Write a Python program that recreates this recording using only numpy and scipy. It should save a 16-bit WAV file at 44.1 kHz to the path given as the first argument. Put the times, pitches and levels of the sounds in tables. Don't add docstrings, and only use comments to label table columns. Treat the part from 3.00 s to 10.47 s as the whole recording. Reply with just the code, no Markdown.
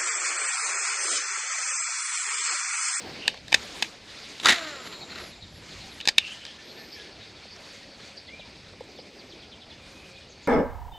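import sys
import numpy as np
from scipy import signal
from scipy.io import wavfile

SR = 44100
rng = np.random.default_rng(int(sys.argv[2]) if len(sys.argv) > 2 else 0)


def to_wav(sig):
    pcm = np.clip(np.atleast_2d(sig), -1, 1) * 32767
    pcm = np.round(pcm).astype(np.int16)
    wavfile.write(sys.argv[1], SR, pcm.T)


N = 329603
TIME = np.arange(N) / SR
CUTOFF_HZ = 15500

# hz, level_db (per Hz)
RUMBLE = [(12, -40), (20, -11), (86, 3), (162, -7), (198, 2), (250, -13), (320, -52), (550, -120)]
MURMUR = [(82, -24), (140, -4.5), (178, -2.5), (254, 0), (425, -2), (551, -2.5), (819, -5.5), (1120, -11.5),
          (1500, -12), (1950, -39), (3300, -120)]
LEAVES = [(650, -24), (1100, -14.5), (1420, -6.5), (1710, 3.5), (1880, -3), (2430, 3), (2770, -2.5),
          (3510, 1), (4450, 0), (4990, 1), (5850, -9), (8170, -18), (9000, -23), (11700, -59),
          (19800, -120)]
SLEEVE = [(900, -1.5), (2000, 3), (4000, 3), (5500, -2), (7000, 1), (8500, -11.5), (10000, -14.5),
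          (12000, -21), (15000, -24)]
# hz, correlation (1 = same in both channels)
LIKENESS = [(30, 1), (4000, 1), (8000, 1), (11000, 0.96), (14000, 0.31)]
# start_s, end_s, bright_swish_db, dry_rustle_db, dull_rub_db
ARM_MOVES = [(0, 0.29, -67, -56, -46.5), (.55, 0.85, -44.5, -45.5, -47), (1.1, 1.328, -52, -46.5, -55.5),
             (1.58, 2.29, -55, -50.5, -50), (2.64, 2.98, -52, -50.5, -51), (3.27, 3.33, -52, -51, -62),
             (4.607, 4.76, -54, -54.5, -62), (5.007, 5.084, -59, -53.5, -57), (6.85, 7.1, -56, -71, -70)]
# start_s, end_s, level_db
GUSTS = [(0, .8, -55.5), (2.23, 2.88, -52.5), (2.76, 2.82, -50), (4.2, 4.38, -59.5), (5.35, 5.82, -55),
         (6.28, 7.4, -58)]
CALM_RUMBLE_DB, CALM_MURMUR_DB, CALM_LEAVES_DB = -60, -55, -53.5

# start_s, end_s, level_at_start_db
WINDING = [(0, 0.294, -45), (3.215, 7.47, -48)]
WINDING_EASE_DB_PER_S = 3
# start_s, end_s, pitch_hz, width_hz, level_db
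INSECTS = [(0, 0.44, 4490, 130, -54.5), (3.85, 5.2, 4510, 130, -58.5), (4.605, 6.7, 2435, 130, -68.5),
           (6.778, 7.267, 2464, 53, -58.5), (7.244, 7.596, 4470, 90, -61), (4.6, 5.2, 545, 5.4, -62),
           (6.753, 7.35, 541, 5.8, -61)]
# start_s, length_s, start_hz, middle_hz, end_hz, level_db
SQUEALS = [(0, 0.18, 14300, 13700, 14100, -73), (1.83, 0.24, 13000, 13200, 12400, -72),
           (3.63, 0.33, 11700, 11500, 12600, -70.5), (3.88, 0.18, 12400, 11500, 10200, -69),
           (3.63, 0.36, 13300, 13400, 14040, -76), (3.72, 0.22, 12600, 12200, 11700, -69),
           (5.83, .19, 12300, 13600, 11600, -81), (6.08, .29, 11700, 12400, 12300, -81)]
# start_s, end_s, level_db
BRUSHES = [(0, .09, -46.5), (3.7, 4.1, -55), (5.85, 6.38, -54), (7.27, 7.35, -61.5)]
# start_s, end_s, starting_pitch_hz, level_db
CRANK_LOADS = [(0.25, 0.273, 2810, -39), (3.245, 3.326, 2755, -41), (3.47, 3.49, 3160, -43.5),
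               (3.976, 4.023, 3350, -53)]
WHINE_RISE_HZ_PER_S = 3000

# start_s, level_db (over 5 ms), ring_hz, ring_boost_db, chatter_s, frame_boom_db
CLICKS = [(0.2786, -15, 4300, 9, 0.00068, 1), (0.2793, -17, 2700, 11, 0.0011, 6),
          (.343, -40, 1000, 6, 0.0023, 22), (0.374, -43, 2880, 14, .002, 4),
          (.481, -38, 3000, 0, 0.00092, -11), (.521, -27.5, 2500, 7, 0.0012, 7),
          (.5266, -16, 2550, 10, 0.00087, 15), (.5424, -9.5, 1790, 9.5, 0.0014, -1),
          (0.5444, -14, 2020, 4, 0.0016, 1), (0.5463, -14, 3670, 0, 0.00087, 5.5),
          (0.794, -43, 2500, 2, 0.00074, 9), (.824, -16.5, 2940, 4, 0.0026, 4),
          (.845, -37, 2000, 14, 0.0011, 10), (1.3988, -32, 3320, 11, 0.0012, 8),
          (3.002, -34, 2900, 14, 0.0014, -4), (3.01, -32, 2980, 14, .0018, 2),
          (3.054, -30, 4230, 4, 0.0056, -2), (3.0746, -15, 4400, 7, 0.00053, 4),
          (3.085, -17, 4890, 8, 0.00091, 0), (3.0884, -14.5, 4570, 8, 0.0031, 0.5),
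          (3.181, -15.5, 2880, 15, 0.00081, -3), (3.1819, -10.5, 3500, 14, 0.00073, -2),
          (3.1837, -13.5, 3000, 9, 0.00048, -4), (3.4515, -36.5, 5160, 8, 0.00073, -8),
          (3.465, -41, 4200, 8, 0.00097, -4), (4.563, -47, 5600, 21, 0.0011, -5)]
# pitch_hz, width_hz, level_db (relative)
REEL_MODES = [(1630, 163, -1.5), (1850, 145, 1), (2070, 160, -5.5), (2330, 170, -0.5), (2610, 175, 0),
              (3010, 170, -1), (3630, 194, 3), (4050, 220, -0.5), (4600, 260, -3), (5100, 270, -3.5),
              (5620, 390, -9), (6500, 320, -6.5), (7490, 380, -10), (8430, 580, -13), (11200, 2300, -21.5)]
FRAME_HZ, FRAME_WIDTH_HZ = 850, 124

SWING_FROM_S, SWING_TO_S, SWING_RISE_S, SWING_FALL_S = 1.4565, 1.502, 0.013, 0.027
SWING_LOW_HZ, SWING_HIGH_HZ, WHIP_S, WHIP_LENGTH_S = 780.5, 1983, 1.464, .011

LAUNCH_S, TOP_TURNS_PER_S, SPOOL_RISE_S = 1.49, 371, 0.0066
BRAKE_S, STOP_S, COAST_DECAY_S, BRAKED_DECAY_S = 1.70, 3.1, 1.0, 0.62
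# multiple_of_turning_rate, level_db (relative)
SPOOL_ORDERS = [(1, -4), (2, 3), (3, -9), (4, -1.5), (5, 1.5), (6, -2), (7, -5)]
# pitch_hz, width_hz, level_db (relative)
BEARING_MODES = [(1280, 300, 3.5), (1560, 160, 5), (1900, 290, 4), (2700, 580, 1.5), (3960, 630, 3.5),
                 (7100, 1200, -14.5)]
# start_s, end_s, level_db
LINE_FLARES = [(1.85, 1.875, -42.5), (1.925, 1.94, -46), (2.09, 2.27, -46.5), (2.16, 2.2, -42.5)]
# start_s, end_s, level_db
SIZZLES = [(1.85, 1.89, -61), (2.2, 2.3, -62), (2.54, 2.59, -68), (2.92, 2.96, -65)]

# first_note_s, last_note_s, middle_pitch_hz, fall_octaves, level_db (before echo)
CHIRP_RUNS = [(1.925, 2.0, 4050, 0.2, -43), (2.1, 2.405, 3950, .22, -49), (2.699, 3, 3900, .25, -48.5),
              (3.69, 3.77, 4370, .2, -48), (4.35, 4.2, 3660, .2, -49), (5.0, 4.96, 3820, .4, -51),
              (5.265, 5.38, 3600, .8, -47), (5.955, 5.955, 3620, .7, -49), (6.185, 6.4, 3950, .7, -49.5),
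              (6.505, 6.695, 3550, .7, -47.5), (7.138, 7.2, 3770, 0.57, -52),
              (7.285, 7.425, 6550, 0.24, -54.5)]
CHIRP_GAP_S, CHIRP_LENGTH_S = .105, .043
# start_s, level_db (before echo)
SWOOPS = [(2.201, -47), (3.915, -42.5), (4.501, -45), (5.161, -42.5), (5.975, -46.5)]
SWOOP_LENGTH_S, SWOOP_TOP_HZ, SWOOP_BOTTOM_HZ = 0.042, 5700, 4700
# start_s, length_s, start_hz, middle_hz, end_hz, level_db (before echo)
SONG = [(3.33, .066, 1750, 1800, 1700, -56), (3.48, .057, 1780, 1730, 1580, -54),
        (3.57, .068, 1690, 1796, 1720, -53), (3.755, .086, 1696, 1787, 1670, -50),
        (3.955, .094, 1780, 1664, 1630, -52), (4.05, 0.077, 1680, 1740, 1630, -53),
        (4.55, .049, 1630, 1600, 1580, -56), (4.82, .028, 1830, 1900, 2100, -52),
        (5.275, .16, 1900, 2420, 2330, -45), (7.21, 0.055, 3050, 2900, 2730, -56)]
# start_s, level_db (over 5 ms), pitch_hz
KNOCKS = [(4.452, -45, 520), (5.395, -42.5, 554), (5.808, -33.5, 500), (5.988, -39, 514)]


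def from_db(db):
    return 10 ** (np.asarray(db) / 20)


def rms_one(x):
    return x / np.sqrt(np.mean(x ** 2) + 1e-20)


def at_hz(points, hz):
    f, value = np.transpose(points)
    return np.interp(np.log(hz), np.log(f), value)


def drift(rate_hz):
    r = np.exp(-80 * np.pi * rate_hz / SR)
    steps = rng.standard_normal(N // 40 + 2002)
    slow = signal.lfilter([1], [1, -2 * r, r * r], steps)[2000:]
    return np.interp(np.arange(N) / 40, np.arange(len(slow)), rms_one(slow))


def resonance(x, hz, width_hz):
    r = np.exp(-np.pi * width_hz / SR)
    zeros = np.array([1, 0, -1]) * (1 - r * r) / 2
    poles = [1, -2 * r * np.cos(2 * np.pi * hz / SR), r * r]
    return signal.lfilter(zeros, poles, x + 1e-18)


def body(x, modes):
    return sum((-1) ** k * from_db(db) * resonance(x, hz, width)
               for k, (hz, width, db) in enumerate(modes))


def singing_noise(hz, width_hz):
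    phase = 2 * np.pi * np.cumsum(hz) / SR
    return rms_one(drift(width_hz) * np.cos(phase) + drift(width_hz) * np.sin(phase))


def banded_noise(spectrum, patchy_db):
    out, together = 0, drift(7.4)
    lowest, highest = spectrum[0][0], min(spectrum[-1][0], CUTOFF_HZ)
    edges = 2 ** np.arange(np.log2(lowest), np.log2(highest) + 1 / 6, 1 / 3)
    white = rng.standard_normal((2, 2, N))
    for k, (low, high) in enumerate(zip(edges, edges[1:])):
        band = signal.butter(2, [low, high], "band", fs=SR, output="sos")
        mid, side = signal.sosfilt(band, white[k % 2])
        hz = np.sqrt(low * high)
        alike = np.clip(at_hz(LIKENESS, hz), 0, 1)
        gain = from_db(at_hz(spectrum, hz) + patchy_db * (.5 * together + drift(17.4)))
        stereo = np.sqrt(1 + alike) * mid + np.sqrt(1 - alike) * side * [[1], [-1]]
        out = out + gain * stereo
    return rms_one(out)


def add(out, s, sound):
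    start = int(s * SR)
    out[start:start + len(sound)] += sound[:N - start]


def blow(sound, db):
    return from_db(db) * sound * np.sqrt(.005 * SR / np.sum(sound ** 2))


def envelope(start, end, rise_s, fall_s):
    before = np.maximum(start - TIME, 0) / rise_s
    after = np.maximum(TIME - end, 0) / fall_s
    return np.exp(-np.minimum(before + after, 20))


def strokes(rows, rise_s, fall_s):
    return np.sqrt(sum((from_db(db) * envelope(start, end, rise_s, fall_s)) ** 2 for start, end, db in rows))


def whistles(notes, warble, warble_rate_hz, flutter_db):
    out, waver, flutter = np.zeros(N), drift(warble_rate_hz), drift(46)
    for s, length, start_hz, middle_hz, end_hz, db in notes:
        u = np.linspace(0, 1, int(length * SR))
        at = (int(s * SR) + np.arange(len(u))) % N
        glide = np.polyfit([0, .5, 1], [start_hz, middle_hz, end_hz], 2)
        hz = np.polyval(glide, u) * (1 + warble * waver[at])
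        level = from_db(db + flutter_db * flutter[at]) * np.sqrt(2 * np.abs(np.sin(np.pi * u)))
        add(out, s, level * np.sin(2 * np.pi * np.cumsum(hz) / SR))
    return out


def winding(rise_s=0.032, fall_s=0.091):
    return sum(from_db(db - WINDING_EASE_DB_PER_S * np.maximum(TIME - start, 0))
               * envelope(start, end, rise_s, fall_s) for start, end, db in WINDING)


def surroundings(cloth_rise_s=0.058, cloth_fall_s=0.078, winding_rub_db=-8):
    moves = np.array(ARM_MOVES)
    swish, rustle, rub = [strokes(zip(moves[:, 0], moves[:, 1], db), cloth_rise_s, cloth_fall_s)
                          for db in moves.T[2:]]
    wound = winding()
    low = np.hypot(from_db(CALM_RUMBLE_DB), strokes(GUSTS, rise_s=0.056, fall_s=0.068))
    mid = np.hypot(from_db(CALM_MURMUR_DB), np.hypot(rub, from_db(winding_rub_db) * wound))
    high = np.hypot(from_db(CALM_LEAVES_DB), np.hypot(rustle, wound))
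    return (low * banded_noise(RUMBLE, patchy_db=2.0) + mid * banded_noise(MURMUR, patchy_db=2.5)
            + high * banded_noise(LEAVES, patchy_db=1.66) + swish * banded_noise(SLEEVE, patchy_db=3.0))


def insects(fade_s=0.066, waver=.012, swell_db=2.0):
    out, bend, swell = 0, 1 + waver * drift(4), from_db(swell_db * drift(15))
    for start, end, hz, width, db in INSECTS:
        fade = np.clip(np.minimum(TIME - start, end - TIME) / fade_s, 0, 1)
        out = out + from_db(db) * fade * singing_noise(hz * bend, width)
    return out * swell


def squeals():
    return whistles(SQUEALS, warble=0.0061, warble_rate_hz=25, flutter_db=2.0)


def brush(hz=300, width_hz=290, grab_db=1.0):
    rub = resonance(resonance(rng.standard_normal(N), hz, width_hz), hz, width_hz)
    return strokes(BRUSHES, rise_s=0.13, fall_s=0.11) * from_db(grab_db * drift(25)) * rms_one(rub)


def retrieve(width_hz=220, judder_db=2.5, waver=.025, rise_s=0.04, fall_s=0.043, glide_s=.11):
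    out, bend = 0, 1 + waver * drift(60)
    for start, end, hz, db in CRANK_LOADS:
        pitch = hz + WHINE_RISE_HZ_PER_S * np.clip(TIME - start, -glide_s / 2, glide_s)
        out = out + from_db(db) * envelope(start, end, rise_s, fall_s) * singing_noise(pitch * bend, width_hz)
    return out * from_db(judder_db * drift(70))


def reel_clicks(rise_s=0.00055, creep_db=-22, creep_s=0.0032, tail_db=-13, tail_t60_s=0.1,
                frame_db=-7, thud_db=-13.5, thud_hz=330):
    out, lead = np.zeros(N), SR // 100
    t = (np.arange(SR // 10) - lead) / SR
    after = np.maximum(t, 0)
    contact = 1 - np.exp(-after / rise_s)
    strike = 1. * (t == 0)
    for s, db, ring_hz, boost_db, chatter_s, boom_db in CLICKS:
        noise = rng.standard_normal((3, len(t)))
        creep = noise[0] * np.exp(-np.abs(t) / creep_s)
        chatter = noise[1] * contact * np.exp(-after / chatter_s)
        buzz = noise[2] * contact * from_db(-60 * after / tail_t60_s)
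        force = blow(creep, creep_db) + blow(strike, 0) + blow(chatter, 0) + blow(buzz, tail_db)
        shell = body(force, REEL_MODES)
        shell = shell + (from_db(boost_db) - 1) * resonance(shell, ring_hz, 700)
        frame = from_db(frame_db + boom_db) * resonance(force, FRAME_HZ, FRAME_WIDTH_HZ)
        thud = from_db(thud_db) * resonance(force, thud_hz, 560)
        add(out, s - lead / SR, blow(shell + frame + thud, db))
    return out


def swing(tone_db=-19, hiss_db=-17.5, early_hiss_db=-7, tone_width_hz=330, tone_rise_s=.003,
          gust_db=-12, rasp_db=4.0, stir_db=-41, stir_s=0.098):
    speed = .5 + .5 * np.tanh((TIME - WHIP_S) / (2 * WHIP_LENGTH_S))
    hz = SWING_LOW_HZ + (SWING_HIGH_HZ - SWING_LOW_HZ) * speed
    level = envelope(SWING_FROM_S, SWING_TO_S, SWING_RISE_S, SWING_FALL_S)
    stir = from_db(stir_db) * envelope(SWING_FROM_S, SWING_TO_S, stir_s, stir_s)
    rip = rng.standard_normal(N) * from_db(rasp_db * drift(240))
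    # pitch_hz, width_hz, level_db
    hiss_modes = [(1120, 960, -6), (2100, 600, -0.5), (2800, 560, 0.0), (3730, 560, 3.0),
                  (4700, 1100, -4), (6930, 1750, -10), (11500, 2300, -25.5)]
    hiss = rms_one(body(rip, hiss_modes))
    gust = from_db(gust_db) * rms_one(resonance(rng.standard_normal(N), 216, 410))
    tone_level = from_db(tone_db) * envelope(SWING_FROM_S, SWING_TO_S, tone_rise_s, SWING_FALL_S)
    air_level = from_db(hiss_db + early_hiss_db * (1 - speed)) * level + stir
    return tone_level * singing_noise(hz, tone_width_hz) + air_level * (hiss + gust)


def spool_speed():
    coasting = np.clip(TIME - LAUNCH_S, 0, BRAKE_S - LAUNCH_S)
    braked = np.maximum(TIME - BRAKE_S, 0)
    return np.exp(-coasting / COAST_DECAY_S - braked / BRAKED_DECAY_S)


def spinning(db, power, stop_fall_s=.05):
    return from_db(db) * spool_speed() ** power * envelope(LAUNCH_S, STOP_S, SPOOL_RISE_S, stop_fall_s)


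def spool(wobble=.006, flutter_db=3.0, throb=0.25, slap_db=2.5, hum_db=-36, hum_power=3.4,
          line_db=-32, line_power=4.3, jerk_db=7, jerk_s=0.016):
    turns_per_s = TOP_TURNS_PER_S * spool_speed() * (1 + wobble * drift(38.2))
    angle = 2 * np.pi * np.cumsum(turns_per_s) / SR
    hum = sum(from_db(db + flutter_db * drift(25))
              * np.sin(round(multiple) * angle + rng.uniform(0, 2 * np.pi)) for multiple, db in SPOOL_ORDERS)
    jerk = from_db(jerk_db * envelope(0, LAUNCH_S, jerk_s, jerk_s))
    rasp = rng.standard_normal(N) * (1 + throb * np.cos(angle)) * from_db(slap_db * drift(65))
    line_level = spinning(line_db, line_power) + strokes(LINE_FLARES, rise_s=0.009, fall_s=0.01)
    line = line_level * rms_one(body(rasp, BEARING_MODES))
    return jerk * spinning(hum_db, hum_power) * rms_one(hum) + line


def bearings(whizz_hz=7200, whizz_width_hz=330, whizz_db=-51, whizz_power=1.24,
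             sizzle_hz=11150, sizzle_width_hz=380, sizzle_db=-74, sizzle_power=.7):
    whizz = spinning(whizz_db, whizz_power) * singing_noise(np.full(N, whizz_hz), whizz_width_hz)
    sizzle_level = spinning(sizzle_db, sizzle_power) + strokes(SIZZLES, rise_s=0.018, fall_s=0.013)
    return whizz + sizzle_level * singing_noise(np.full(N, sizzle_hz), sizzle_width_hz)


def chirps():
    notes = []
    for first, last, hz, fall, db in CHIRP_RUNS:
        half_fall = 2 ** (fall / 2)
        count = 1 + round(abs(last - first) / CHIRP_GAP_S)
        for s in np.linspace(first, last, count):
            notes.append((s, CHIRP_LENGTH_S, hz * half_fall, hz, hz / half_fall, db))
    for s, db in SWOOPS:
        notes.append((s, SWOOP_LENGTH_S, SWOOP_TOP_HZ, SWOOP_BOTTOM_HZ, SWOOP_TOP_HZ, db))
    return notes


def birds(echo_db=-3, echo_t60_s=0.18, husky=0.061):
    calls = whistles(chirps(), warble=husky, warble_rate_hz=380, flutter_db=2.5)
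    calls = calls + whistles(SONG, warble=0.011, warble_rate_hz=120, flutter_db=2.5)
    t = TIME[:SR // 2]
    scatter = rng.standard_normal(len(t)) * from_db(-60 * t / echo_t60_s)
    echo = signal.fftconvolve(calls, scatter / np.linalg.norm(scatter))[:N]
    return 0.66 * calls + from_db(echo_db) * echo


def knocks(soft_s=0.0047, width_hz=110, upper_db=-5):
    out, t = np.zeros(N), TIME[:SR // 10]
    for s, db, hz in KNOCKS:
        force = rng.standard_normal(len(t)) * np.exp(-t / soft_s)
        frame = from_db(upper_db) * resonance(force, FRAME_HZ, FRAME_WIDTH_HZ)
        add(out, s, blow(resonance(force, hz, width_hz) - frame, db))
    return out


def scene(contact_hz=9500):
    soften = signal.butter(2, contact_hz, fs=SR, output="sos")
    clicks = signal.sosfilt(soften, reel_clicks())
    reel = brush() + retrieve() + clicks + spool() + bearings() + knocks()
    return surroundings() + insects() + squeals() + reel + swing() + birds()


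def record(dry, split_hz=12000, split_db=-4, hiss_db=-88):
    high_pass = signal.butter(8, split_hz, "high", fs=SR, output="sos")
    treble = signal.sosfilt(high_pass, dry.mean(axis=0)) * drift(300)
    hiss = rms_one(signal.lfilter([1], [1, -.97], rng.standard_normal(N)))
    side = from_db(split_db) * treble + from_db(hiss_db) * hiss
    pair = dry + side * [[1], [-1]]
    rounded = pair / (1 + (pair / .86) ** 8) ** (1 / 8)
    top_cut = signal.cheby2(18, 95, CUTOFF_HZ + 800, fs=SR, output="sos")
    return signal.sosfilt(top_cut, rounded)


dry = scene()
out = record(dry)
to_wav(out)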